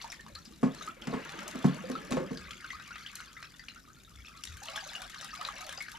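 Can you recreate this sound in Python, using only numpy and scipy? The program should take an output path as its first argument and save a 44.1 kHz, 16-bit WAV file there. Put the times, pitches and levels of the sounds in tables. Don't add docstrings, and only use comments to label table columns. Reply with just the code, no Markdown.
import sys
import numpy as np
from scipy import signal
from scipy.fft import rfft, irfft
from scipy.io import wavfile
from scipy.ndimage import uniform_filter1d

SR = 44100
rng = np.random.default_rng(int(sys.argv[2]) if len(sys.argv) > 2 else 0)


def to_wav(s):
    ch = np.atleast_2d(s).T
    pcm = np.round(np.clip(ch, -1, 1) * 32767)
    wavfile.write(sys.argv[1], SR, pcm.astype(np.int16))


N = 263892
DIP_S, LIFT_S = 0.24, 2.23
SHALLOW_RISE, DEEP_RISE = 0.06, 0.025


def from_db(db):
    return 10 ** (np.asarray(db) / 20)


def rms_one(x):
    return x / np.sqrt(np.mean(x ** 2) + 1e-20)


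def in_time(rows):
    times, values = np.transpose(rows)
    return np.interp(np.arange(N) / SR, times, values)


def by_bin(points, size):
    hz, *columns = np.transpose(points)
    return [np.interp(np.log(np.fft.rfftfreq(size, 1 / SR) + 1), np.log(hz), c) for c in columns]


def coloured(x, spectrum):
    return rms_one(irfft(rfft(x) * from_db(by_bin(spectrum, N)[0]), N))


def band(x, low_hz, high_hz):
    return signal.sosfilt(signal.butter(2, [low_hz, high_hz], "band", fs=SR, output="sos"), x + 1e-18)


def add(out, start_s, sound):
    at = int(np.clip(start_s * SR, 0, N - 1))
    out[..., at:at + sound.shape[-1]] += sound[..., :N - at]


def placed(pan_db):
    return from_db(np.array([[.5], [-.5]]) * pan_db)


def held(start_s, end_s, attack_s, release_s):
    corners_s = [start_s - attack_s, start_s, end_s, end_s + release_s]
    return np.interp(np.arange(N) / SR, corners_s, [0, 1, 1, 0])


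def evened(x, span_s):
    power = uniform_filter1d(np.mean(x ** 2, axis=0), int(span_s * SR))
    power = uniform_filter1d(power, int(span_s * SR / 2))
    return x / np.sqrt(np.abs(power) + np.mean(power) / 20)


# frequency_hz, level_db
ROOM_TONE = [(20, -18), (48, 1), (90, -8), (140, -4), (220, -5), (400, -15.5), (800, -27), (14000, -32)]
# centre_s, level_db
BUMPS = [(.34, -57), (2.458, -55), (2.783, -59), (4.188, -55), (4.53, -53.5)]
def background(tone_db, bump_db, half_width_s):
    t = np.arange(N) / SR
    swell = sum(from_db(db + bump_db) * np.exp(-((t - s) / half_width_s) ** 2) for s, db in BUMPS)
    bumps = swell * rms_one(band(rng.standard_normal(N), low_hz=57, high_hz=93))
    air = rng.standard_normal(N) + rng.standard_normal((2, N)) / np.pi
    return bumps + from_db(tone_db) * coloured(air, ROOM_TONE)


def room_echoes(x, t60_s, delay_s, low_hz, high_hz):
    t = np.arange(SR // 2) / SR
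    decay = from_db(-60 * t / t60_s) * (t > delay_s)
    tail = band(rng.standard_normal((2, len(t))) * decay, low_hz, high_hz)
    tail /= np.sqrt(np.sum(tail ** 2, axis=1, keepdims=True))
    return signal.fftconvolve(x * np.ones((2, 1)), tail, axes=1)[:, :N]


# pitch_hz, gain_db
BASIN_MODES = [(1237, -8), (1362, -19), (1644, -6)]
def basin_ring(water, width_hz):
    return sum(from_db(db) * signal.lfilter(*signal.iirpeak(hz, hz / width_hz, fs=SR), water)
               for hz, db in BASIN_MODES)


def reflected(sound, wall_db, reach_s):
    out = np.zeros((2, len(sound) + int(reach_s * SR) + 1))
    out[:, :len(sound)] = sound
    for delay, strength, side in rng.random((4, 3)):
        at = int(delay * reach_s * SR)
        gain = from_db(wall_db) * (2 * strength - 1) * np.exp(-delay)
        out[:, at:at + len(sound)] += gain * np.array([[.5 + side], [1.5 - side]]) * sound
    return out


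def bubble(hz, cycles, rise):
    age = np.arange(int(2.5 * cycles / hz * SR) + 2) * hz / (cycles * SR)
    envelope = np.exp(-age ** 2) * (1 - np.exp(-4 * cycles * age))
    return envelope * np.sin(2 * np.pi * cycles * age * (1 + rise * age))


def swarm(per_s, low_hz, high_hz, cycles, spread_db):
    out, flow_db = np.zeros((2, N)), in_time(FLOW)
    busy = from_db(flow_db - np.median(flow_db))
    chance, scatter = rng.random((6000, 3)), rng.standard_normal((6000, 4))
    for (when, size, luck), (loud, life, side, chirp) in zip(chance[:int(per_s * N / SR)], scatter):
        if luck > busy[int(when * N)]:
            continue
        hz = low_hz * (high_hz / low_hz) ** size
        ring = bubble(hz, cycles * np.exp(0.42 * life), DEEP_RISE * abs(chirp))
        ring *= from_db(spread_db * min(loud, 2))
        add(out, when * N / SR, reflected(ring, wall_db=-2, reach_s=0.014) * placed(2 * side))
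    return evened(out, span_s=0.43)


# start_s, level_db, pitch_hz
GLUGS = [(1.84, -35, 502), (2.134, -31, 254.6), (2.17, -25.5, 504), (2.198, -33, 360), (2.317, -37.5, 450)]
def churn(stir_db, growth_db_per_s, settle_db_per_s):
    t = np.arange(N) / SR
    inside_s = np.clip(t, DIP_S, LIFT_S)
    stir = from_db(stir_db + growth_db_per_s * (inside_s - DIP_S) - settle_db_per_s * abs(t - inside_s))
    out = stir * swarm(per_s=140, low_hz=151.6, high_hz=626.5, cycles=6, spread_db=2).mean(axis=0)
    for s, db, hz in GLUGS:
        add(out, s, from_db(db) * bubble(hz, cycles=10.2, rise=DEEP_RISE))
    return out


# pitch_hz, level_db, t60_s
BUCKET_MODES = [(143, -1, 0.24), (183.4, -4, 0.15), (210.4, -1.5, 0.17), (257.3, 5, 0.15),
                (366.2, -6, 0.18), (451, 0, 0.12), (521, 2.5, 0.055), (697, 0, 0.12), (792, 2.5, 0.032),
                (1089, 9, 0.11)]
# frequency_hz, level_db
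SLOSH = [(150, -4.5), (350, 2.5), (700, -3), (1150, -4), (1700, -11), (3500, -24.5), (8000, -27.5),
         (16000, -58)]
# start_s, strength_db, favoured_hz, water_db
KNOCKS = [(0.63, -19.5, 216, -34), (1.071, -31.5, 186, -41.5), (1.126, -34, 494, -55),
          (1.137, -32, 210, -40), (1.549, -38.5, 264, -45), (1.643, -14, 169, -34.5),
          (1.897, -30, 298, -57), (2.112, -31.5, 222, -37), (2.169, -32, 195, -37),
          (2.307, -33.5, 207, -50.5)]
def bucket_knocks(reach_octaves, swell_cycles, slosh_s, slosh_db):
    out, shaken, t = np.zeros(N), np.zeros(N), np.arange(SR // 2) / SR
    for s, db, favoured_hz, water_db in KNOCKS:
        ring = 0
        for k, (hz, mode_db, t60_s) in enumerate(BUCKET_MODES):
            share = 1 / (1 + (np.log2(hz / favoured_hz) / reach_octaves) ** 2)
            swell = 1 - np.exp(-t * hz / swell_cycles)
            decay = from_db(mode_db + rng.normal(0, 1) - 60 * t / t60_s)
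            ring += (-1) ** k * swell * share * decay * np.sin(2 * np.pi * hz * t)
        add(out, s, from_db(db) * ring)
        add(shaken, s, from_db(water_db + slosh_db) * np.exp(-t / slosh_s))
    return out + shaken * coloured(rng.standard_normal(N), SLOSH)


def scooping():
    return held(0, LIFT_S, attack_s=0, release_s=0.037)


def thread(level_db):
    burble = swarm(per_s=150, low_hz=1170, high_hz=1500, cycles=13, spread_db=3)
    return from_db(level_db) * held(LIFT_S, SPURTS[0][0], attack_s=0, release_s=0) * burble


def slap(centre_hz, decay_s):
    t = np.arange(SR // 40) / SR
    burst = rng.standard_normal(len(t)) * np.sqrt(t) * np.exp(-t / decay_s)
    burst = band(burst, centre_hz / 2, min(centre_hz * 2, 11000))
    return burst / np.abs(burst).max()


def offshoots(hz, count, level_db, gap_s, step_octaves):
    out = np.zeros((2, SR // 4))
    for k, (late, size, side) in enumerate(rng.random((count, 3)), 1):
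        pitch_hz = min(hz * 2 ** (step_octaves * (k + 4 * size - 2)), 7500)
        ring = from_db(level_db - k) * bubble(pitch_hz, cycles=10, rise=DEEP_RISE)
        add(out, gap_s * (k + late - .5), ring * placed(10 * (side - .5)))
    return out


# start_s, level_db, pitch_hz, ring_cycles
DROPS = [(0.015, -36.5, 3840, 4), (0.043, -43, 870, 11.3), (0.101, -42.5, 5270, 16), (0.125, -46, 2050, 17),
         (.194, -50, 1705, 15), (0.264, -44, 1030, 4.7), (.352, -40, 4000, 11), (0.361, -51, 1220, 30),
         (0.455, -44, 4700, 7.2), (0.81, -44.5, 1190, 10), (.826, -43.5, 5960, 10),
         (0.875, -37.5, 1223, 19.4), (1.021, -40, 3000, 6.6), (1.952, -39, 1216, 12),
         (2.373, -37.5, 4500, 7.5), (2.508, -33.5, 2740, 3), (2.644, -39, 1406, 8.8),
         (2.704, -39.5, 1915, 15), (2.731, -44.5, 1128, 24), (2.798, -44.5, 1414, 11),
         (2.907, -42, 1402, 21), (2.957, -37.5, 2100, 2.6), (3.063, -40, 3050, 13), (3.203, -38, 1344, 3.9),
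         (3.367, -45.5, 1910, 16), (3.427, -36, 1800, 2.3), (3.595, -44.5, 1810, 10),
         (3.684, -37.5, 2580, 4.9), (3.76, -50.5, 1350, 20), (4.248, -48, 2400, 13),
         (4.282, -46.5, 2390, 7.5), (4.473, -37, 3500, 6.2), (4.619, -48, 806, 17), (4.685, -36, 2780, 7.8),
         (4.759, -31.5, 3295, 8.4), (4.776, -36.5, 1620, 6.2), (4.951, -35.5, 2780, 13.5),
         (5.33, -46.5, 1238, 20), (5.412, -34, 1207, 9.6), (5.45, -30.5, 3813, 7.3),
         (5.487, -36.5, 1140, 5.6), (5.775, -40, 4820, 21), (5.805, -37, 2080, 15),
         (5.883, -39.5, 1610, 4.5), (5.942, -50, 900, 23)]
# start_s, level_db, centre_hz
SMACKS = [(.119, -35.5, 3580), (0.865, -44, 5870), (1.071, -35, 3100), (1.292, -36.5, 2570),
          (1.39, -36.5, 2460), (1.479, -33.5, 8100), (1.66, -42, 4500), (1.915, -36, 4300),
          (2.108, -34, 6840), (2.122, -29.5, 3500), (3.154, -35.5, 9200), (4.437, -30, 4000),
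          (4.569, -43, 5500), (4.633, -37.5, 6000), (4.656, -40.5, 5000), (5, -47.5, 6950),
          (5.019, -37.5, 2920), (5.145, -37.5, 2860), (5.211, -35, 3630), (5.245, -37.5, 4800),
          (5.608, -45, 7000), (5.665, -38, 5500), (5.692, -35.5, 3950), (5.726, -37.5, 4830),
          (5.823, -41.5, 9000), (5.917, -39, 6000)]
def drips(bubble_db, slap_db, smack_db):
    out = np.zeros((2, N))
    for s, db, hz, cycles in DROPS:
        rise = SHALLOW_RISE if s < SPURTS[0][0] else DEEP_RISE
        ring = reflected(bubble(hz, cycles, rise), wall_db=1.5, reach_s=0.013)
        add(out, s, from_db(db + bubble_db) * ring)
        add(out, s, from_db(db + slap_db) * slap(centre_hz=2600, decay_s=0.0025))
        add(out, s, from_db(db) * offshoots(hz, count=4, level_db=-8.5, gap_s=0.01, step_octaves=0.265))
    for s, db, hz in SMACKS:
        smack = reflected(slap(hz, decay_s=0.0016), wall_db=-1, reach_s=0.0079)
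        add(out, s, from_db(db + smack_db) * smack)
    return out


def rebounds(relative_db, fade_s):
    out, t = np.zeros(N), np.arange(SR // 2) / SR
    for s, db, *_ in DROPS + SMACKS:
        add(out, s, from_db(db + relative_db) * np.exp(-t / fade_s))
    return out


def wash(steady_db, scoop_db):
    noise = rng.standard_normal(N) + rng.standard_normal((2, N)) / 2
    blur = rms_one(band(noise, low_hz=970, high_hz=2780))
    return np.hypot(from_db(steady_db), from_db(scoop_db) * scooping()) * blur


def gushes(per_s, size, fade_s, span_s):
    blobs = (rng.random(N) < per_s / SR) * size * rng.exponential(1, N)
    age = np.arange(SR // 2) / (fade_s * SR)
    flares = signal.fftconvolve(blobs, age * np.exp(1 - age))[None, :N]
    return evened(1 + flares, span_s)


# frequency_hz, level_db
SPATTER = [(800, -13), (1500, -4.5), (4800, -6), (7300, -1.5), (8800, -11.5), (11300, -6.5), (13500, -22.5),
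           (15500, -63)]
def spatter(per_s):
    clicks = (rng.random(N) < per_s / SR) * rng.choice([-1, 1], N)
    return coloured(clicks * placed(10 * rng.standard_normal(N)), SPATTER)


# start_s, end_s
SPURTS = [(4.62, 5.06), (5.21, 5.27), (5.38, 5.8), (5.93, 5.8)]
def plunging(scoop_db, pour_db):
    pour = sum(held(start, end, attack_s=0.024, release_s=0.02) for start, end in SPURTS)
    return from_db(scoop_db) * scooping() + from_db(pour_db) * pour


# time_s, level_db
FLOW = [(0, -52), (.18, -61), (.6, -62), (.82, -51), (.95, -61), (1.15, -48), (1.6, -48.5), (2.3, -53.5),
        (3.08, -52.5), (3.33, -57), (3.9, -65), (4.6, -56), (4.78, -47.5), (5.1, -51), (5.6, -48.5),
        (5.98, -55)]
# time_s, balance_db
SPRAY = [(0, -3.5), (.5, 3.5), (1.2, -12.5), (1.55, -7), (2.3, -9), (3.1, -8), (3.9, 0.5), (4.9, -4),
         (5.98, -7.5)]
def stream():
    flow = np.hypot(from_db(in_time(FLOW)), rebounds(relative_db=-13.5, fade_s=0.02))
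    large, fine = plunging(scoop_db=-6.5, pour_db=-4), from_db(in_time(SPRAY))
    gurgle = large * swarm(per_s=170, low_hz=540, high_hz=1130, cycles=9, spread_db=5)
    trickle = swarm(per_s=430, low_hz=1100, high_hz=3600, cycles=8.5, spread_db=3.5)
    fizz = from_db(1.5) * fine * swarm(per_s=520, low_hz=3300, high_hz=6500, cycles=11, spread_db=8)
    small_bubbles = from_db(-2.5 * scooping()) * (trickle + fizz)
    ticks = gushes(per_s=90, size=3.5, fade_s=0.0016, span_s=0.1)
    spray = from_db(-0.5) * fine * spatter(per_s=3900) * ticks
    splashing = gurgle + small_bubbles + spray + wash(steady_db=-14, scoop_db=-4.5)
    return flow * splashing / np.sqrt(1 + fine ** 2)


def scene():
    water = stream() + thread(level_db=-64.5) + drips(bubble_db=3, slap_db=-2, smack_db=2)
    bucket = bucket_knocks(reach_octaves=0.57, swell_cycles=0.65, slosh_s=0.024, slosh_db=4.5)
    bucket += churn(stir_db=-61, growth_db_per_s=8.5, settle_db_per_s=58)
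    room = from_db(-10) * room_echoes(water, t60_s=0.14, delay_s=0.0096, low_hz=524, high_hz=13700)
    room += from_db(-15) * room_echoes(bucket, t60_s=0.2, delay_s=0.027, low_hz=155, high_hz=5040)[0]
    room += background(tone_db=-59.5, bump_db=2, half_width_s=0.063)
    return water + basin_ring(water, width_hz=36) + bucket + room


# frequency_hz, left_minus_right_db, left_lead_rad
PORTS = [(58.5, 3, -0.24), (241, -0.5, -0.92), (546, -1.5, -1.2), (1510, 2.5, -0.83), (4670, 3.5, -0.35),
         (8300, 5, -1.83), (12900, 1.5, -1.34)]
def record(dry):
    balance_db, lead_rad = by_bin(PORTS, 2 * N)
    ports = placed(balance_db) * np.exp(1j * lead_rad * np.array([[.5], [-.5]]))
    heard = irfft(rfft(dry, 2 * N) * ports)[:, :N]
    return signal.sosfilt(signal.cheby2(10, 60, 16000, fs=SR, output="sos"), heard)


dry = scene()
out = record(dry)
to_wav(out)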